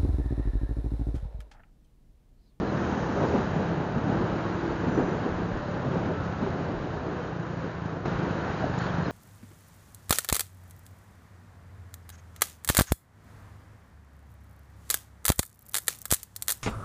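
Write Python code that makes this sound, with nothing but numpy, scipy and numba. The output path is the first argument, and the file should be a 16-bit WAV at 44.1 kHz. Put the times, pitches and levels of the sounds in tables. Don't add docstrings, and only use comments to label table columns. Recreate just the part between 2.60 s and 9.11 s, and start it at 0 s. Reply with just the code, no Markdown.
import sys
import numpy as np
from scipy import signal
from scipy.fft import rfft, irfft
from scipy.io import wavfile
from scipy.ndimage import uniform_filter1d
from numba import njit

SR = 44100
rng = np.random.default_rng(int(sys.argv[2]) if len(sys.argv) > 2 else 0)


def dump_mix(stems):
    frames = np.atleast_2d(stems).T
    limited = np.clip(frames, -1, 1)
    pcm = np.round(limited * 32767).astype(np.int16)
    wavfile.write(sys.argv[1], SR, pcm)


def voltage_ratio(decibels):
    exponent = np.asarray(decibels, float) / 20
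    return 10 ** exponent


N = 287091
TIME_S = np.arange(N) / SR


def level(x, rms_db):
    return x * voltage_ratio(rms_db) / np.sqrt(np.mean(x ** 2))


def curves(table):
    t_s, *columns = np.transpose(table)
    return [np.interp(TIME_S, t_s, c) for c in columns]


def walk(rate_hz):
    hold = int(SR / rate_hz)
    steps = np.repeat(rng.standard_normal(N // hold + 1), hold)
    return 1.31 * uniform_filter1d(uniform_filter1d(steps, hold), hold)[:N]


@njit
def resonance(x, f_hz, width_hz):
    y = np.empty(len(x))
    band, low = 0., 0.
    g = np.tan(np.pi * f_hz / SR)
    damping = width_hz / f_hz
    for i in range(len(x)):
        v = (band + g * (x[i] - low)) / (1 + g * (g + damping))
        band = 2 * v - band
        low = low + 2 * g * v
        y[i] = damping * v
    return y


def ring(x, f_hz, width_hz):
    return resonance(resonance(x, 1. * f_hz, 2. * width_hz), 1. 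* f_hz, 1. * width_hz)


def duct(x, colour):
    f_hz, gain_db = np.transpose(colour)
    bin_hz = np.fft.rfftfreq(N, 1 / SR) + 1
    log_gain = np.log(voltage_ratio(np.interp(np.log(bin_hz), np.log(f_hz), gain_db)))
    cepstrum = irfft(log_gain, N)
    cepstrum[1:N // 2] *= 2
    cepstrum[N // 2 + 1:] = 0
    return irfft(rfft(x) * np.exp(rfft(cepstrum)), N)


def noise_bursts(events):
    out, rub = np.zeros(N), rng.standard_normal(N + SR)
    for t_s, length_s, f_hz, width_hz, burst_db in events:
        at, size = int(t_s * SR), int(length_s * SR)
        burst = level(ring(rub[at:at + size], f_hz, width_hz), burst_db)
        out[at:at + size] += (burst * np.hanning(size) ** .5)[:N - at]
    return out


def engine():
    # t/s, firing rate/Hz, throb/dB, throttle [0-1]
    running = [(0, 40.8, -34.5, 1), (.4, 39.2, -34, 1), (.78, 38, -37, 1), (.92, 32.7, -34.5, .5),
               (1.4, 34.3, -35.5, .5), (2, 35.6, -38, .7), (2.5, 35.2, -37.5, .6), (3, 35.4, -37.5, .5),
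               (3.5, 34.2, -36, .5), (4, 32.85, -38, .2), (4.5, 30.85, -39.5, 0), (5, 28.25, -39.5, 0),
               (5.45, 26.65, -41.5, 0), (5.75, 26, -44, 0), (5.82, 26, -47, 0), (6.05, 25.3, -48, 0),
               (6.15, 24.6, -42, 0), (6.51, 24.1, -42, 0)]
    # f/Hz, gain/dB
    exhaust = [(40, -32), (80, -11), (105, -4), (135, -5), (150, -4), (172, 0), (186, -3), (205, -15),
               (310, -14), (450, -32)]
    # f/Hz, gain/dB
    intake = [(40, -32), (80, -14), (117, -6), (160, -11), (176, 0), (200, -1), (220, -9), (300, -15),
              (450, -30)]
    # t/s, strength/dB
    uneven_firings = [(4.475, 2), (4.61, 3), (4.705, -5), (5.2, -3), (5.272, 6), (5.452, -5), (5.49, 4),
                      (5.565, -3), (5.606, 3), (5.643, 3), (5.69, -5), (5.72, 4), (5.758, 2), (6.188, 3),
                      (6.35, 3), (6.39, 2), (6.43, 2), (6.509, -4), (3.01, -3), (3.04, -3), (3.15, -2),
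                      (3.18, -2), (4.19, -3), (4.32, -2), (4.38, -3), (4.84, -2), (4.13, 4), (3.1, 2),
                      (3.125, 2)]

    rate_hz, throb_db, throttle = curves(running)
    turns = np.cumsum(rate_hz) / SR - .03 + .022 * walk(12)
    cycle = np.floor(turns).astype(int) + 1
    firing_db = 1.5 * rng.standard_normal(N // 500)
    for t_s, strength_db in uneven_firings:
        firing_db[cycle[int(t_s * SR)]] = strength_db
    strength = voltage_ratio(firing_db)[cycle]

    new_cycle = np.maximum(np.diff(cycle, prepend=cycle[0]), 0)
    pulses = new_cycle * strength * 33 / rate_hz
    thud = signal.sosfilt(signal.butter(2, 500, fs=SR, output="sos"), pulses)
    pipe = (1 - throttle) * duct(thud, exhaust) + throttle * duct(thud, intake)
    puff = strength * np.exp(-(turns % 1) / 0.15)
    gas = puff * resonance(rng.standard_normal(N), 900., 540.)
    return voltage_ratio(throb_db) * (level(pipe, 2) + level(gas, -19))


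def swells():
    surges = [(.33, 1.5, .05), (.635, 7.5, 0.032), (.76, 4, 0.032), (1.43, -1, 0.055), (1.86, 8, .03),
              (2.39, 8.5, 0.045), (2.649, 4, .06), (2.96, 2, 0.045), (3.82, 6, 0.064), (5.47, 0.5, 0.031)]
    attack_s = 0.035
    peak_s, rise_db, release_s = np.transpose(surges)[:, :, None]
    late_s = TIME_S - peak_s
    rising = np.clip(1 + late_s / attack_s, 0, 1)
    falling = np.exp(-np.abs(late_s) / release_s)
    return np.sum(rise_db * np.where(late_s < 0, rising, falling), axis=0)


def air():
    part_hz = [60, 350, 1250, 4200]
    # f/Hz, density/dB per Hz
    colour = [(12, -51), (25, -29), (40, -21), (55, -8.5), (95, -7.5), (165, -2.5), (215, -7.5),
              (330, -5.5), (950, -14), (1160, -16.5), (1600, -18), (2200, -29.5), (3700, -33.5),
              (5360, -43.5), (7200, -43.5)]
    # t/s, level/dB
    road = [(0, 1), (.23, 3.5), (.64, 4), (.9, 3.5), (1.11, 1.5), (1.79, 3.5), (2.41, 2.5), (3.11, 1.5),
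            (4.6, -1), (4.73, -3), (4.93, -1), (5.3, -2), (5.44, -5), (5.46, -3), (5.85, -2.5), (6.17, -3),
            (6.2, -1.5), (6.51, -2)]
    # t/s, level/dB
    wind = [(0, 3), (1.1, 5.5), (1.29, 0.5), (1.55, 8), (1.72, 6), (1.83, -1), (2.25, 3), (2.55, 2),
            (3.06, -4), (3.2, 0), (3.38, 4), (3.75, -3), (4.1, 1.5), (4.32, -4.5), (4.45, 0), (4.7, -3.5),
            (5.1, -5), (6.51, -9)]
    wind_share = [0.71, 0.84, 0.14, .05]
    swell_share = [0.27, 1, 0.4, .1]
    road_share = [.05, .05, .6, 0.8]

    parts_db = np.outer(wind_share, curves(wind))
    parts_db += np.outer(swell_share, swells())
    parts_db += np.outer(road_share, curves(road))
    parts_db[0] += 2 * walk(9)
    change_db = parts_db - parts_db.mean(axis=1, keepdims=True)

    bin_hz = np.fft.rfftfreq(N, 1 / SR) + 1
    colour_hz, colour_db = np.transpose(colour)
    gain = voltage_ratio(np.interp(np.log(bin_hz), np.log(colour_hz), colour_db))
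    noise = rfft(rng.standard_normal(N)) * gain
    eddies, shimmer = walk(25.02), walk(15)
    out = 0
    for step in np.arange(-1, 19):
        band_hz = 25 * 2 ** (step / 2)
        share = np.cos(np.pi / 2 * np.clip(2 * np.log2(bin_hz / band_hz), -1, 1)) ** 2
        place = np.interp(np.log(band_hz), np.log(part_hz), range(4))
        low = min(int(place), 2)
        band_db = change_db[low] + (place - low) * (change_db[low + 1] - change_db[low])
        windy = np.exp(-np.log(band_hz / 300) ** 2 / 1.3)
        band_db = band_db + 1.2 * windy * eddies + .5 * (1 - windy) * shimmer + .5 * walk(12)
        out = out + voltage_ratio(band_db) * irfft(noise * share, N)
    return level(out, -31.0)


def diesel():
    # t/s, firing rate/Hz, level/dB
    running = [(0, 41, -45), (1.3, 43, -44), (2.2, 43, -52), (2.6, 43, -48), (3.2, 44.2, -40),
               (3.8, 41.8, -40), (4.4, 39.3, -46), (5.4, 40, -49), (5.9, 40.6, -49), (6.51, 41.4, -47)]
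    orders = [(1, -13), (2, 0), (3, -5)]
    rate_hz, near_db = curves(running)
    angle = 2 * np.pi * np.cumsum(rate_hz * (1 + 0.012 * walk(6))) / SR
    drone = 0
    for multiple, order_db in orders:
        drone = drone + voltage_ratio(order_db + 3.5 * walk(6.3)) * np.sin(multiple * angle)
    return voltage_ratio(near_db) * drone


def car():
    passes_s, lasts_s = .5, 0.37
    spray = level(ring(rng.standard_normal(N), 6040, 2200), -60)
    return spray / (1 + ((TIME_S - passes_s) / lasts_s) ** 4)


def thumps():
    # t/s, length/s, f/Hz, width/Hz, level/dB
    bumps = [(.742, 0.017, 240, 120, -25.5), (2.364, .018, 350, 130, -31), (2.394, 0.018, 260, 79, -25.5),
             (2.405, 0.028, 495, 170, -33), (3.44, 0.046, 188, 72, -31), (6.36, .14, 435, 89, -47.5),
             (0.935, 0.081, 175, 58, -29), (1.34, 0.048, 169, 58, -24), (1.467, .05, 180, 110, -28),
             (2.05, 0.15, 49, 22, -42), (2.3, 0.19, 48, 30, -39), (2.662, .12, 42, 20, -41),
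             (2.904, 0.13, 42, 20, -40), (3.256, 0.035, 154, 79, -28.5), (4.4, 0.05, 168, 40, -35),
             (4.12, .12, 43, 20, -41), (5.52, 0.11, 45, 22, -47), (5.57, 0.18, 79.4, 34, -44.5),
             (6.386, 0.035, 120, 70, -42), (2.372, 0.013, 310, 200, -25), (.748, 0.015, 300, 150, -28),
             (.782, .014, 190, 130, -25), (.655, .012, 850, 300, -36), (3.486, .012, 195, 150, -26),
             (2.657, .014, 260, 120, -27), (.029, 0.012, 170, 140, -27), (6.48, 0.012, 200, 120, -32),
             (6.397, .012, 99, 100, -38)]
    return noise_bursts(bumps)


def chirps():
    # t/s, length/s, f/Hz, width/Hz, level/dB
    rubs = [(.66, .06, 4700, 1500, -59), (.67, .05, 6850, 400, -63), (1.77, .06, 1300, 200, -45),
            (1.77, .07, 2200, 300, -52), (1.79, .03, 4500, 3000, -60), (2.25, .3, 6020, 250, -65),
            (2.335, .045, 5980, 120, -61), (2.455, .025, 6000, 120, -65), (2.503, .025, 5940, 100, -64),
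            (2.1, .6, 7100, 500, -65), (.69, .05, 1270, 100, -45), (3.43, .06, 1600, 900, -46),
            (3.55, .2, 1450, 150, -49), (3.485, .05, 615, 70, -37), (3.64, .03, 5500, 2500, -60),
            (5.452, .012, 800, 600, -39), (6.0385, .009, 600, 100, -29), (6.18, .007, 6850, 300, -59),
            (6.187, .004, 7000, 900, -48), (6.186, .005, 5000, 5000, -53), (6.195, .06, 4200, 450, -62),
            (6.195, .09, 6900, 700, -66), (6.245, .03, 4200, 300, -61), (6.295, .02, 3400, 500, -57),
            (6.24, .07, 3500, 500, -59), (6.425, .05, 4150, 80, -60.5), (5.452, .02, 4000, 2500, -59),
            (.06, .06, 4085, 120, -56), (.27, .05, 6535, 100, -64), (6.455, .018, 3950, 250, -58),
            (3.635, .03, 4510, 300, -63), (6.445, .055, 5050, 150, -66), (3.85, .04, 790, 80, -43),
            (2.6, 1, 590, 14, -45), (3.805, .04, 220, 70, -29), (3.83, .07, 370, 60, -33),
            (.615, .06, 340, 120, -33), (4.4, .3, 487, 16, -44), (5.9, .6, 1450, 300, -58),
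            (5.5, 1, 4000, 1000, -68)]
    return noise_bursts(rubs)


def gusts():
    # t/s, peak/dB, f/Hz, decay/s
    slaps = [(0.627, -15, 344, 0.076), (0.738, -11, 229, 0.041), (0.951, -11, 180, 0.067),
             (1.353, -20, 183, 0.065), (1.449, -30, 184, 0.058), (1.599, -19, 170, 0.088),
             (1.854, -32, 355, 0.085), (2.268, -9.5, 190, 0.081), (2.344, -22, 207, 0.059),
             (2.373, -25, 315, 0.08), (2.401, -14, 262, 0.05), (2.577, -25, 221, 0.11),
             (3.264, -28, 206, 0.08), (3.444, -24, 175, 0.059), (3.819, -19, 186, 0.088),
             (3.921, -31, 352, 0.087), (6.039, -22, 300, 0.07)]
    out, turbulence = np.zeros(N), rng.standard_normal(N)
    late_s = TIME_S[:SR // 4]
    for t_s, peak_db, f_hz, decay_s in slaps:
        at = int(t_s * SR)
        end = at + len(late_s)
        burst = level(ring(turbulence[at:end], f_hz, 0.5 * f_hz), peak_db - 12.0)
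        attack = 1 - np.exp(-late_s / 0.0015)
        decay = np.exp(-np.log(1000) * late_s / (3 * max(decay_s, .01)))
        out[at:end] += burst * attack * decay
    return out


def lorry():
    # t/s, f/Hz, level/dB
    tones = [
        [(1.3, 325, -55), (1.6, 327, -44), (1.78, 328, -41), (1.84, 331, -46), (1.9, 334, -35.5),
         (2.05, 337, -36), (2.2, 340, -37), (2.33, 341, -35), (2.4, 340, -60)],
        [(5.7, 186, -61), (5.9, 186, -47), (6.3, 185, -47), (6.45, 184, -56)],
        [(3.47, 650, -58), (3.5, 632, -42), (3.55, 595, -47), (3.63, 540, -56)],
        [(3.5, 1310, -58), (3.59, 1320, -45), (3.65, 1300, -46), (3.69, 1320, -58), (3.78, 1350, -56)],
        [(6.43, 5020, -78), (6.46, 5050, -72), (6.49, 5050, -75), (6.51, 5040, -76)],
    ]
    out = 0
    for tone in tones:
        f_hz, near_db = curves(tone)
        sounding = (TIME_S > tone[0][0]) & (TIME_S < tone[-1][0])
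        angle = 2 * np.pi * np.cumsum(f_hz * (1 + .006 * walk(20))) / SR
        out = out + sounding * np.sqrt(2) * voltage_ratio(near_db + 2 * walk(18)) * np.sin(angle)
    return out


def scene():
    motorcycle = engine() + thumps() + chirps()
    traffic = diesel() + car() + lorry()
    return (motorcycle + traffic + air() + gusts())[None]


def low_pass(x):
    return signal.sosfilt(signal.butter(12, 9200, fs=SR, output="sos"), x)


def record(dry):
    # f/Hz, width/Hz, gain/dB
    housing = [(3850, 300, 1), (3550, 250, -5.5), (3276, 100, -3.5), (3120, 68, 0.5), (1580, 1000, 1),
               (2050, 150, 0)]
    # f/Hz, gain/dB
    mirror = [(8000, -60), (8500, -15), (8800, -27), (9150, -45), (9250, -90)]
    gain_step_s, gain_step_db, converter_hz = 5.453, 6, 16000

    x = dry[0] * voltage_ratio(gain_step_db * (TIME_S > gain_step_s))
    for f_hz, width_hz, gain_db in housing:
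        x = x + (voltage_ratio(gain_db) - 1) * resonance(x, 1. * f_hz, 1. * width_hz)
    x = signal.sosfilt(signal.cheby2(16, 58, 7620, fs=SR, output="sos"), x)

    mirror_hz, mirror_db = np.transpose(mirror)
    leak = voltage_ratio(np.interp(np.fft.rfftfreq(N, 1 / SR), mirror_hz, mirror_db, -200, -200))
    carrier = np.cos(2 * np.pi * converter_hz * TIME_S)
    mirrored = 2 * x * signal.windows.tukey(N, .02) * carrier
    x = x + irfft(rfft(mirrored) * leak, N)
    return low_pass(x[None])


dry = scene()
out = record(dry)
dump_mix(out)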